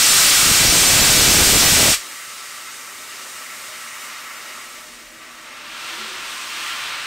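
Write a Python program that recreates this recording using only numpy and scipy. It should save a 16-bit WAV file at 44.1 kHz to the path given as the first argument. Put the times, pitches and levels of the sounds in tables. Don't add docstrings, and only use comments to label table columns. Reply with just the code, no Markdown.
import sys
import numpy as np
from scipy import signal
from scipy.fft import rfft, irfft, next_fast_len
from scipy.io import wavfile
from scipy.ndimage import uniform_filter1d

SR = 44100
rng = np.random.default_rng(int(sys.argv[2]) if len(sys.argv) > 2 else 0)


def transcribe(signal):
    frames = np.atleast_2d(signal).T
    limited = np.clip(frames, -1, 1)
    pcm = np.round(limited * 32767).astype(np.int16)
    wavfile.write(sys.argv[1], SR, pcm)


def attenuation_scalar(level_db):
    decades = np.asarray(level_db, float) / 20
    return 10 ** decades


N = 311346
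TIME = np.arange(N) / SR
SIZE = next_fast_len(N)
FREQ = np.maximum(np.arange(SIZE // 2 + 1) * SR / SIZE, 1)

BREAK_UP_S = 0.425
SHUT_S = 1.905

# (frequency [Hz], density [dB per Hz])
FAR_COLOUR = [(12, -30), (25, -20), (55, -7), (100, -3), (180, 0), (260, -8), (450, -36)]
# (frequency [Hz], density [dB per Hz])
WIND_COLOUR = [(8, -40), (22, -4), (40, 8), (60, -8), (110, -40)]
# (time [s], swell [dB], half length [s])
GUSTS = [
    (4.7, 4, .2),
    (5.08, 6, .2),
    (5.55, 2, .15),
    (5.84, -7, .06),
]
# (frequency [Hz], density [dB per Hz])
ROLL_COLOUR = [(40, -60), (80, -7), (120, -4), (160, -6), (240, -40)]
# (frequency [Hz], density [dB per Hz])
BOILER_COLOUR = [(80, -70), (180, -20), (240, -7), (300, -9.5), (450, -9.5), (620, -5), (700, -9.5),
                 (900, -8.5), (1100, -12), (1500, -40)]
# (frequency [Hz], width [Hz], boost [dB])
BOILER_MODES = [(380, 23, 5), (510, 19, 3), (890, 13, 9)]
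# (frequency [Hz], width [Hz], peak [dB], centre [s], half length [s])
SINGING = [
    (616, 14, -59, 4.2, 1.7),
    (239.3, 17, -61, 5.5, 1.8),
    (324, 18, -59, 5.9, 1.4),
    (321, 20, -59, 2.11, 0.13),
    (75, 50, -64, 3.36, .04),
    (35, 30, -53, 1.98, .04),
    (42, 8, -70, 5.9, 1.4),
]
# (frequency [Hz], width [Hz], peak [dB], centre [s], half length [s])
GROAN = [
    (224, 14, -49, 6.03, 0.071),
    (370, 22, -47.5, 6.07, 0.11),
    (518, 22, -56, 6.06, .1),
    (597, 20, -55, 5.6, .1),
    (325, 22, -53, 5.95, .04),
    (430, 30, -56, 6.01, .06),
]
# (frequency [Hz], width [Hz], peak [dB], centre [s], half length [s])
WHISTLES = [
    (3150, 500, -39, 6.7, .13),
    (2250, 300, -40, 6.95, .1),
]

# (time [s], level [dB], treble against middle [dB])
LEAK = [
    (0.0, -43, -5),
    (2.1, -38.5, 1),
    (2.85, -38.5, .5),
    (3.35, -37, -.5),
    (4.1, -36.5, -1),
    (4.5, -36, -4),
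    (4.85, -42, 0),
    (5.15, -43.5, -3),
    (5.62, -36, -8),
]
# (time [s], level [dB], treble against middle [dB])
PUFF = [
    (5.2, -44, -7),
    (5.5, -40.5, -6.5),
    (5.88, -31.5, -6),
    (6.11, -32.5, -5),
    (6.5, -32, -3.5),
    (6.68, -29.5, -5),
    (7.06, -31, -8),
]
# (frequency [Hz], density [dB per Hz])
LEAK_COLOUR = [(250, -70), (600, -18), (950, -11), (1150, -3), (1350, -3), (1600, -5), (2050, -3),
               (2800, -6), (3400, -9), (5500, -8), (8700, -8.5), (10500, -11.5), (13500, -10), (15500, -13)]
# (frequency [Hz], density [dB per Hz])
PUFF_COLOUR = [(300, -50), (650, -17), (950, -10.5), (1140, -4), (1640, -4), (2720, -3.5), (3920, -6),
               (7240, -14.5), (8400, -13.5), (10800, -19.5), (13500, -17), (15500, -20)]
# (frequency [Hz], width [Hz], boost [dB])
LEAK_PIPE = [(1150, 48, 4.5), (1317, 50, 6.5), (1900, 63, 6), (2070, 68, 4), (2250, 18, 5), (2850, 74, 4.5),
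             (3740, 150, 3.5)]
# (frequency [Hz], width [Hz], boost [dB])
PUFF_PIPE = [(950, 25, 6), (1050, 25, 5.5), (1175, 60, 3), (1240, 25, 0.5), (1360, 23, 8), (2700, 120, 2.5)]

# (time [s], level [dB])
BLAST = [
    (0.0, -16.5),
    (0.2, -14),
    (0.46, -15.5),
    (1.0, -13),
    (1.7, -12),
    (1.9, -14.5),
    (1.945, -18.5),
    (1.98, -29),
    (2.08, -50),
]
# (frequency [Hz], density [dB per Hz])
BLAST_COLOUR = [(150, -45), (400, -24), (1000, -12.5), (1300, -3), (1750, -3), (2360, 0), (3200, 0),
                (5480, 1), (6460, -.5), (8300, 1), (10400, -4.5), (13000, -3), (15500, -5.5)]
# (lag [ms], level [dB])
BALLAST_ECHOES = [
    (2.64, -14),
    (2.49, -17),
    (3.03, -22),
]
# (frequency [Hz], density [dB per Hz])
BUFFET_COLOUR = [(12, -16), (25, 0), (60, 0.5), (140, 0), (250, -2), (450, -4.5), (900, -8), (1600, -21),
                 (2500, -50)]
# (time [s], signed push [full scale], length [ms])
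THUMPS = [(0.433, -0.089, 2.9), (0.472, 0.09, 1.8), (0.487, 0.08, 1.4), (0.516, -0.13, 2.7),
          (0.607, 0.059, 1.6), (0.617, -0.082, 2.5), (0.66, -0.067, 2.4), (0.687, -0.064, 3.6),
          (0.697, 0.072, 4.2), (0.936, -0.11, 2.7), (0.963, -0.14, 2.6), (1.193, 0.063, 3.1),
          (1.251, 0.14, 1.8), (1.272, -0.13, 2.0), (1.292, 0.14, 1.9), (1.355, -0.095, 2.5),
          (1.398, -0.056, 2.7), (1.419, -0.16, 3.8), (1.439, 0.092, 2.0), (1.725, 0.17, 2.8),
          (1.736, 0.11, 2.2), (1.796, 0.11, 2.5)]

# (centre [s], low edge [Hz], high edge [Hz])
SPLITS = [(0.1, 5670, 7550), (0.33, 7600, 9000), (0.332, 11600, 13100), (0.679, 8900, 10400),
          (0.703, 5700, 8400), (0.704, 10900, 13900), (0.878, 5200, 7700), (0.89, 8950, 11000),
          (0.911, 13000, 14600), (1.028, 4220, 7000), (1.029, 8200, 9700), (1.191, 4740, 5750),
          (1.283, 8300, 9700), (1.283, 12400, 15900), (1.4, 6800, 8400), (1.563, 4230, 7000),
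          (1.665, 4700, 8300), (1.667, 8900, 10400), (2.097, 4640, 6400), (2.7, 9000, 12500),
          (2.747, 4600, 5800), (3.094, 4630, 5700), (3.907, 10900, 14600), (4.023, 6200, 7600),
          (4.373, 5100, 7700), (4.605, 4100, 5260), (5.091, 6200, 7700), (5.278, 10900, 15200),
          (6.044, 8200, 9700), (6.182, 9600, 14600)]


def unit(x):
    return x / np.sqrt(np.mean(x ** 2))


def columns(table, outside_db=-90):
    s, first, *rest = np.transpose(table)
    level = np.interp(TIME, s, first, outside_db, outside_db)
    return level, *(np.interp(TIME, s, column) for column in rest)


def colour(points, modes=()):
    hz, db = np.transpose(points)
    gain_db = np.interp(np.log(FREQ), np.log(hz), db)
    return gain_db + sum(boost / (1 + (2 * (FREQ - f) / width) ** 2) for f, width, boost in modes)


def swell(centre_s, half_s):
    return np.exp(-((TIME - centre_s) / half_s) ** 2)


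def walk(rate):
    hold = int(SR / rate)
    steps = np.repeat(rng.standard_normal(N // hold + 1), hold)
    return 1.24 * uniform_filter1d(uniform_filter1d(steps, hold), hold)[:N]


def turbulence(gain_db, lo_hz, hi_hz, flicker_db, surge_db, treble_db=0):
    spec = rfft(rng.standard_normal(SIZE)) * attenuation_scalar(gain_db)
    inside = (FREQ > lo_hz) & (FREQ < hi_hz)
    spec = spec / np.sqrt(2 * np.sum(abs(spec[inside]) ** 2)) * SIZE
    surge, out = surge_db * walk(5), 0
    heard = np.log2(FREQ[gain_db > gain_db.max() - 35])
    for octave in range(int(heard[0]), min(int(heard[-1]) + 2, 15)):
        share = np.cos(np.pi / 2 * np.clip(np.log2(FREQ) - octave, -1, 1)) ** 2
        bright = np.clip((octave - 11) / 1.5, 0, 1)
        level_db = surge + flicker_db * walk(11) + bright * treble_db
        out = out + irfft(spec * share, SIZE)[:N] * attenuation_scalar(level_db)
    return out


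def ring(hz, width, db, s, length):
    band = irfft(rfft(rng.standard_normal(SIZE)) / (1 + (2 * (FREQ - hz) / width) ** 2), SIZE)[:N]
    shape = np.exp(-((TIME - s) / length) ** 4)
    return band * shape * attenuation_scalar(db) * np.sqrt(np.sum(shape ** 2) / np.sum((band * shape) ** 2))


def steam_flow():
    leak_db = np.interp(TIME, *np.transpose(LEAK)[:2])
    return np.maximum(leak_db, columns(PUFF)[0]) + 38


def settling():
    return 14 * np.exp(-np.maximum(TIME - SHUT_S, 0) / 0.12)


def distant_yard():
    return turbulence(colour(FAR_COLOUR), 45, 200, 0.8, 0.5) * attenuation_scalar(-65.5 + 0.3 * steam_flow())


def wind():
    breeze_db = -93 + 3.6 * TIME
    gust_db = sum(db * swell(s, length) for s, db, length in GUSTS)
    return turbulence(colour(WIND_COLOUR), 18, 70, 1.5, 0.8) * attenuation_scalar(breeze_db + gust_db + 1.1 * settling())


def wheels():
    start_s, start_db, top_db, db_per_s = 5.5, -76, -60, 12
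    roll_db = np.minimum(start_db + db_per_s * np.maximum(TIME - start_s, 0), top_db)
    return turbulence(colour(ROLL_COLOUR), 75, 170, 1.1, 0.8) * attenuation_scalar(roll_db + settling())


def boiler():
    hum_db = -53 + 0.45 * steam_flow() + 0.3 * settling()
    return turbulence(colour(BOILER_COLOUR, BOILER_MODES), 170, 800, 1.1, 0.6) * attenuation_scalar(hum_db)


def metalwork():
    return sum(ring(*row) for row in SINGING + GROAN + WHISTLES)


def yard_echoes(x):
    echo_db, t60_s = -16, 0.12
    lag = rng.uniform(0.003, 0.06, 24)
    paths = np.zeros(SIZE)
    paths[(lag * SR).astype(int)] = rng.standard_normal(24) * attenuation_scalar(echo_db - 60 * lag / t60_s)
    paths[0] = 1
    return irfft(rfft(x, SIZE) * rfft(paths / np.sqrt(np.sum(paths ** 2))), SIZE)[:N]


def gland_leak():
    level_db, treble_db = columns(LEAK)
    return turbulence(colour(LEAK_COLOUR, LEAK_PIPE), 900, 3500, 0.81, 0.44, treble_db + 0.55) * attenuation_scalar(level_db)


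def stroke_puff():
    level_db, treble_db = columns(PUFF)
    return turbulence(colour(PUFF_COLOUR, PUFF_PIPE), 900, 3700, 0.48, 0.37, treble_db + 4.96) * attenuation_scalar(level_db)


def leaks():
    change_s, fade_s = 5.48, 0.17
    turned = 0.5 + 0.5 * np.tanh((TIME - change_s) / fade_s)
    return gland_leak() * np.sqrt(1 - turned) + stroke_puff() * np.sqrt(turned)


def thumps():
    out, reach = np.zeros(N), np.arange(-800, 800)
    for s, push, ms in THUMPS:
        u = reach / SR * 1000 / ms
        out[int(s * SR) + reach] += 1.3 * push * (1 - 1.5 * u ** 2) * np.exp(-1.2 * u ** 2)
    return out


def buffeting_level():
    smooth_db, ragged_db, full_db, grow_s = -62, -30.5, -24, 0.75
    still_to_grow = np.clip(1 - (TIME - BREAK_UP_S) / grow_s, 0, 1)
    ragged = full_db + (ragged_db - full_db) * still_to_grow
    ragged = ragged - 7 * swell(0.575, 0.03)
    return np.where(TIME < BREAK_UP_S, smooth_db, ragged) - 550 * np.maximum(TIME - SHUT_S, 0)


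def buffeting():
    hits = rng.random(N) < 1100 / SR
    knocks = hits * rng.standard_normal(N) * attenuation_scalar(2.2 * walk(30))
    shaking = unit(irfft(rfft(knocks, SIZE) * attenuation_scalar(colour(BUFFET_COLOUR)), SIZE)[:N])
    return shaking * attenuation_scalar(buffeting_level())


def jet_roar(level_db):
    treble_db = 0.6 * (TIME < BREAK_UP_S)
    jet = turbulence(colour(BLAST_COLOUR), 1000, 15000, 0.38, 0.5, treble_db)
    turn_per_ms = -2j * np.pi * FREQ / 1000
    paths = 1 + sum(attenuation_scalar(db) * np.exp(turn_per_ms * ms) for ms, db in BALLAST_ECHOES)
    return unit(irfft(rfft(jet, SIZE) * paths, SIZE)[:N]) * attenuation_scalar(level_db)


def blast():
    level_db, = columns(BLAST)
    throat = ring(1310, 260, -31.5, 0.3, 0.25)
    overdrive = attenuation_scalar(14.5 * np.clip((level_db + 22.5) / 10.2, 0, 1))
    return overdrive * (jet_roar(level_db) + buffeting() + thumps() + throat)


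def scene():
    underneath = distant_yard() + wind() + wheels() + boiler() + metalwork()
    return np.tile(underneath + yard_echoes(leaks()) + blast(), (2, 1))


def input_stage(x):
    ceiling = 0.29 * attenuation_scalar(0.7 * np.exp(-(TIME / 0.45) ** 2))
    squashed = x / (1 + abs(x / ceiling) ** 6) ** (1 / 6)
    shelf = attenuation_scalar(np.interp(FREQ, [20, 8800, 10200, 16000], [0.5, 1, -3.5, -7.0])) * (FREQ < 15740)
    return irfft(rfft(squashed, SIZE) * shelf, SIZE)[:N]


def split_treble(out):
    size = 2048
    bins = np.arange(size // 2 + 1) * SR / size
    fade = np.sin(np.pi * np.arange(size) / size)
    for s, lo, hi in SPLITS:
        middle = int(s * SR)
        span = slice(middle - size // 2, middle + size // 2)
        band = (bins > lo) * (bins < hi)
        own = irfft(rfft(fade * out[:, span]) * band, size)
        noise = unit(irfft(rfft(rng.standard_normal((2, size))) * band, size)) * own.std() * attenuation_scalar(3.2)
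        out[:, span] += fade * (noise - own)
    return out


def band_limit(x):
    return signal.sosfilt(signal.butter(12, 16650, fs=SR, output="sos"), x)


def record(dry):
    mix = split_treble(np.tile(input_stage(dry[0]), (2, 1)))
    return band_limit(mix)


dry = scene()
out = record(dry)
transcribe(out)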